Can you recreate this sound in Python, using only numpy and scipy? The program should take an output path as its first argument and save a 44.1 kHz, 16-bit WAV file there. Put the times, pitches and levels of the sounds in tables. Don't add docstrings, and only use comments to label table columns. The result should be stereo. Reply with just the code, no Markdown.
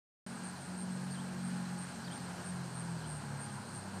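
import sys
import numpy as np
from scipy import signal
from scipy.fft import rfft, irfft
from scipy.io import wavfile

SR = 44100
rng = np.random.default_rng(int(sys.argv[2]) if len(sys.argv) > 2 else 0)


def inscribe(sig):
    pcm = np.round(np.clip(np.atleast_2d(sig).T, -1, 1) * 32767)
    wavfile.write(sys.argv[1], SR, pcm.astype(np.int16))


N = 176400
START_S, TOP_HZ, GARDEN_T60_S = .264, 15200, .2

# freq_hz, relative_db
BUZZ_SPECTRUM = [(300, -6), (1700, -1.5), (2400, -4), (3900, -8.5), (4300, 2.5), (5200, -6.5), (7500, -7),
                 (8300, 0), (9500, -6), (12000, -28)]
BUZZ_HZ, BUZZ_DB, BUZZ_SCATTER_DB = 59.005, -61.5, 2
# pitch_hz, level_db
BUZZ_LINES = [(355.3, -61.5), (827, -61.5), (945, -72.5), (1242, -66), (1421, -78), (1616, -63.5),
              (1713, -85)]

# freq_hz, relative_db
TRAFFIC_SPECTRUM = [(25, -12), (55, -22), (110, 5.5), (250, -0.5), (400, 2), (600, 2), (830, 1.5),
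                    (1000, 0.5), (1230, -4.5), (1450, 0), (1650, -3), (2050, -10.5), (2900, -12.5),
                    (3700, -16), (5500, -15), (7200, -16.5), (10000, -23), (12000, -27.5), (15500, -38)]
# time_s, treble_db, low_mid_db
TRAFFIC_DRIFT = [(.27, -0.3, 0.1), (1, -0.4, -0.7), (2, 1.6, 0.6), (2.6, .4, 1.6), (3.4, 0, 1.3),
                 (4, -.6, 2)]
# freq_hz, correlation
TRAFFIC_CORRELATION = [(40, .8), (150, 0.19), (300, -0.24), (550, -0.45), (1000, 0.42), (2000, 0.48),
                       (5000, 0.53), (12000, 0.14)]
TRAFFIC_DB, SWELL_DB, FLICKER_DB = -47, .4, 0.95

# centre_hz, width_hz, level_db, pan_db
CHORUS_BANDS = [(4104, 200, -67, 3), (4720, 540, -67.5, 1), (8400, 1100, -63, -1), (8720, 360, -65.5, 3)]
CHORUS_FLUTTER_DB = 3

# age_s, pitch_hz, relative_db
CALL_CONTOUR = [(0, 4200, -5), (.012, 4650, 8), (0.022, 4950, 0), (.034, 4072, 7), (0.047, 3120, 6),
                (.062, 3160, -9), (.076, 3050, 7.5), (.092, 3400, 6), (.102, 4200, -15)]
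# start_s, gain_db
CALLS = [(1.113, -59.5), (2.038, -60), (2.974, -66)]
BIRD_PAN_DB, BIRD_ECHO_DB, BIRD_ROUGH_DB = 2.5, -5.5, 2.6

# start_s, length_s, pitch_hz, relative_db
NEIGHBOUR_CHIRPS = [(.25, 0.067, 8680, -57), (.29, .08, 9200, -62), (.34, .06, 8380, -57),
                    (.41, 0.04, 8400, -61), (.56, .11, 8850, -59.5), (.61, .06, 8370, -55),
                    (.65, 0.057, 9290, -62), (.76, 0.043, 8350, -68), (.89, 0.089, 8400, -57),
                    (1.0, .09, 9170, -60), (1.17, 0.1, 8480, -56), (1.38, 0.09, 8370, -58),
                    (1.42, 0.12, 9290, -63), (1.52, 0.075, 8600, -56.5), (1.67, 0.13, 8250, -60),
                    (1.84, 0.085, 9290, -60), (1.92, .06, 8330, -57), (2.01, 0.02, 8400, -50.5),
                    (2.19, 0.077, 8200, -58), (2.21, 0.048, 8600, -55), (2.3, 0.095, 9240, -67),
                    (2.4, 0.053, 8350, -60), (2.52, .06, 8710, -58), (2.64, 0.083, 8270, -59.5),
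                    (2.7, 0.1, 9280, -64), (2.82, 0.062, 8700, -57), (2.87, .07, 8400, -58),
                    (3.11, .09, 9196, -67), (3.12, 0.078, 8300, -60), (3.14, .05, 8700, -49.5),
                    (3.36, 0.0589, 8370, -56), (3.49, 0.082, 8660, -55), (3.56, 0.18, 9110, -62.5),
                    (3.65, 0.078, 8450, -56.5), (3.81, 0.072, 8650, -58.5), (3.93, 0.066, 8610, -55)]
FAR_GAIN_DB, FAR_PAN_DB, FAR_ECHO_DB = 1, -6.5, -4
# start_s, length_s, pitch_hz, relative_db
NEAR_CHIRPS = [(.432, .074, 8700, -46), (.767, .078, 8680, -46), (1.098, .072, 8660, -47.5),
               (1.438, .072, 8680, -48.5), (1.777, .074, 8680, -45.5), (2.110, .074, 8720, -46.5),
               (2.440, .078, 8680, -46), (2.742, .084, 8670, -45), (3.062, .08, 8660, -45.5),
               (3.394, .078, 8700, -45), (3.728, .078, 8680, -46)]
NEAR_GAIN_DB, NEAR_PAN_DB, NEAR_ECHO_DB = -1.5, -7, -4.5
STROKE_HZ, STROKE_GLIDE_HZ, RASP_DEPTH = 112.56, 164.5, 0.12
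CHIRP_ATTACK_S, CHIRP_RELEASE_S = 0.022, 0.02

# time_s, cycle_hz
ENGINE_SPEED = [(0.27, 46.27), (0.6, 45.4), (1.0, 46.2), (1.5, 45.6), (1.85, 45.0), (2.36, 44.3),
                (2.55, 45.1), (2.72, 42.7), (2.92, 42.5), (3.08, 38.58), (3.28, 35.23), (3.55, 33.96),
                (3.72, 32.4), (4.0, 32.2)]
# time_s, pan_db
ENGINE_PATH = [(.3, -12), (1.1, -9), (1.9, -6), (2.7, -3.5), (3.4, -1.5), (4, -0.5)]
# time_s, relative_db
ORDER_3 = [(0.28, -61), (0.63, -51.7), (0.77, -66), (1.02, -45.5), (1.19, -50), (1.82, -48.5), (1.95, -60),
           (2.06, -49), (2.46, -58), (2.57, -44), (2.97, -47.5), (3.07, -53), (3.6, -55.5), (3.98, -48)]
# time_s, relative_db
ORDER_4 = [(0.28, -47.5), (0.37, -56), (0.44, -45.0), (0.62, -58), (0.7, -43.5), (0.92, -40.5),
           (1.3, -43.5), (1.41, -39.5), (1.81, -41.5), (1.92, -52.5), (1.97, -47.5), (2.01, -53),
           (2.08, -41.5), (2.14, -57), (2.23, -44), (2.37, -46), (2.43, -56), (2.46, -43.5), (2.57, -40.7),
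           (2.7, -48), (2.92, -38.5), (3.02, -44), (3.16, -42.5), (3.22, -51), (3.36, -39), (3.45, -49.5),
           (3.57, -42.5), (3.64, -56.4), (3.79, -48), (3.98, -72)]
# time_s, relative_db
ORDER_5 = [(0.28, -51.5), (0.73, -71), (0.79, -50.2), (1.12, -53.5), (1.63, -44.5), (1.87, -64),
           (2.0, -46.5), (2.12, -58.5), (2.4, -58.5), (3.98, -55.5)]
GAIN_3_DB, GAIN_4_DB, GAIN_5_DB = -1.5, -1.5, -2.5
# multiple, start_db, before_slowing_db, slowed_db
WEAK_ORDERS = [(2, -67.5, -58, -77), (6, -68.5, -64, -53.5), (7, -72, -70.5, -60)]
SLOWS_S, SLOWED_S, STRONG_FADE_DB, WEAK_FADE_DB = 2.98, 3.56, 0.73, 3
SPEED_WOBBLE, SMEAR_RAD, PATH_DRIFT_RAD = 0.0024, 1.05, 0.3
# freq_hz, relative_db
RUMBLE_SPECTRUM = [(40, -43), (65, -10), (90, -14), (130, 4.5), (190, 6), (245, 7), (300, -6.5), (420, -37)]
RUMBLE_DB, RUMBLE_SPREAD = -54, 0.18


def undb(db):
    return 10 ** (np.asarray(db) / 20)


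def unit(x):
    return x / np.sqrt(np.mean(x ** 2))


def times():
    return np.arange(N) / SR


def freqs():
    return np.maximum(np.arange(N // 2 + 1) * SR / N, 1)


def curve(table, column=1):
    rows = np.array(table, float)
    return np.interp(times(), rows[:, 0], rows[:, column])


def over_hz(table):
    hz, value = np.array(table, float).T
    return np.interp(np.log(freqs()), np.log(hz), value)


def noise(bin_gain):
    return unit(irfft(rfft(rng.standard_normal(N)) * bin_gain, N))


def wander(rate_hz):
    return noise(np.exp(-.5 * (freqs() / max(rate_hz, 1)) ** 2))


def pan(x, pan_db):
    return x * undb(np.array([[.5], [-.5]]) * pan_db)


def echoes(x, echo_db):
    tail = rng.standard_normal((2, N)) * undb(-60 * times() / GARDEN_T60_S)
    tail /= np.sqrt(np.sum(tail ** 2, axis=1, keepdims=True))
    return undb(echo_db) * signal.fftconvolve(x[None], tail, axes=1)[:, :N]


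def buzz():
    harmonics = np.arange(5, 200)
    hz, db = np.array(BUZZ_SPECTRUM, float).T
    harmonic_db = np.interp(np.log(harmonics * BUZZ_HZ), np.log(hz), db)
    harmonic_db += BUZZ_SCATTER_DB * rng.standard_normal(len(harmonics))
    spectrum = np.zeros(2049, complex)
    spectrum[harmonics] = undb(harmonic_db) * np.exp(2j * np.pi * rng.random(len(harmonics)))
    cycle = irfft(spectrum)
    looped = np.interp(times() * BUZZ_HZ % 1, np.arange(len(cycle)) / len(cycle), cycle)
    return undb(BUZZ_DB) * unit(looped)


def buzz_lines():
    def tone(hz, width_hz=7):
        return noise(np.exp(-((freqs() - hz) / width_hz) ** 2))

    return sum(undb(db) * np.array([tone(hz), tone(hz)]) for hz, db in BUZZ_LINES)


def traffic():
    colour = undb(over_hz(TRAFFIC_SPECTRUM))
    correlation = np.clip(over_hz(TRAFFIC_CORRELATION), -.95, .95)
    mid = rfft(rng.standard_normal(N)) * colour * np.sqrt(1 + correlation)
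    side = rfft(rng.standard_normal(N)) * colour * np.sqrt(1 - correlation)
    stereo = np.array([mid + side, mid - side])
    wash = 0
    for octave in range(4, 15):
        band = np.maximum(1 - abs(np.log2(freqs()) - octave), 0)
        drift_db = curve(TRAFFIC_DRIFT, column=1 if octave > 10 else 2)
        wash += irfft(stereo * band, N) * undb(drift_db + FLICKER_DB * wander(12.7))
    return pan(unit(wash), pan_db=0.9) * undb(TRAFFIC_DB + SWELL_DB * wander(1.6))


def insect_chorus():
    out = 0
    for centre_hz, width_hz, level_db, pan_db in CHORUS_BANDS:
        band = 1 / (1 + ((freqs() - centre_hz) / width_hz) ** 2) ** 2
        voices = unit(noise(band) + np.array([noise(band), noise(band)]))
        flutter_db = CHORUS_FLUTTER_DB * np.tanh(wander(16))
        out += pan(voices * undb(level_db + flutter_db), pan_db)
    return out


def bird():
    contour_s, contour_hz, contour_db = np.array(CALL_CONTOUR).T
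    song = np.zeros(N)
    for start_s, gain_db in CALLS:
        age_s = times() - start_s
        pitch_hz = np.interp(age_s, contour_s, contour_hz) * (1 + 0.01136 * wander(89))
        envelope = np.interp(age_s, contour_s, undb(contour_db + gain_db), left=0, right=0)
        song += envelope * np.sin(2 * np.pi * np.cumsum(pitch_hz) / SR)
    song *= undb(BIRD_ROUGH_DB * wander(110))
    return pan(song + echoes(song, BIRD_ECHO_DB), BIRD_PAN_DB)


def wing_chirps(chirps):
    t, out = times(), np.zeros(N)
    waver_hz = 60 * wander(85)
    force = undb(0.58 * wander(47))
    scrape = RASP_DEPTH * (wander(410) + 1j * wander(380))
    for start_s, length_s, pitch_hz, db in chirps:
        on = (t > start_s) & (t < start_s + length_s)
        age_s = t[on] - start_s
        stroke_phase = age_s * STROKE_HZ * (1 + .02 * rng.standard_normal()) % 1
        ramp = np.minimum(age_s / CHIRP_ATTACK_S, (length_s - age_s) / CHIRP_RELEASE_S)
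        envelope = undb(db) * np.clip(ramp, 0, 1) ** 0.37
        wing_hz = pitch_hz + STROKE_GLIDE_HZ * (1 - 2 * stroke_phase) + waver_hz[on]
        tone = np.real((np.sqrt(2) + scrape[on]) * np.exp(2j * np.pi * np.cumsum(wing_hz) / SR))
        out[on] += envelope * np.sin(np.pi * stroke_phase) ** 2 * force[on] * tone
    return out


def crickets():
    near = undb(NEAR_GAIN_DB) * wing_chirps(NEAR_CHIRPS)
    far = undb(FAR_GAIN_DB) * wing_chirps(NEIGHBOUR_CHIRPS)
    near_stereo = pan(near, NEAR_PAN_DB) + echoes(near, NEAR_ECHO_DB)
    return near_stereo + pan(far + echoes(far, FAR_ECHO_DB), FAR_PAN_DB)


def engine():
    cycle_hz = curve(ENGINE_SPEED) * (1 + SPEED_WOBBLE * wander(17))
    cycle_rad = 2 * np.pi * np.cumsum(cycle_hz) / SR

    def order(multiple, level_db):
        offset_rad = SMEAR_RAD * round(multiple) ** 2 + PATH_DRIFT_RAD * wander(1)
        return np.sqrt(2) * undb(level_db) * np.sin(round(multiple) * cycle_rad + offset_rad)

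    strong_db = [curve(ORDER_3) + GAIN_3_DB, curve(ORDER_4) + GAIN_4_DB, curve(ORDER_5) + GAIN_5_DB]
    drone = 0
    for multiple, level_db in zip((3, 4, 5), strong_db):
        drone += order(multiple, level_db + STRONG_FADE_DB * wander(7))
    for multiple, *stages_db in WEAK_ORDERS:
        level_db = np.interp(times(), [0, SLOWS_S, SLOWED_S], stages_db)
        drone += order(multiple, level_db + WEAK_FADE_DB * wander(2.9))
    colour = undb(over_hz(RUMBLE_SPECTRUM))
    rumble_mid = undb(RUMBLE_DB) * noise(colour)
    rumble_side = undb(RUMBLE_DB) * noise(colour) * np.array([[1], [-1]])
    return pan(drone + rumble_mid, curve(ENGINE_PATH)) + RUMBLE_SPREAD * rumble_side


def scene():
    return engine() + traffic() + buzz_lines() + buzz() + insect_chorus() + crickets() + bird()


def record(dry):
    lowpass = signal.ellip(8, .2, 70, TOP_HZ, fs=SR, output="sos")
    return signal.sosfilt(lowpass, dry * (times() >= START_S))


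dry = scene()
out = record(dry)
inscribe(out)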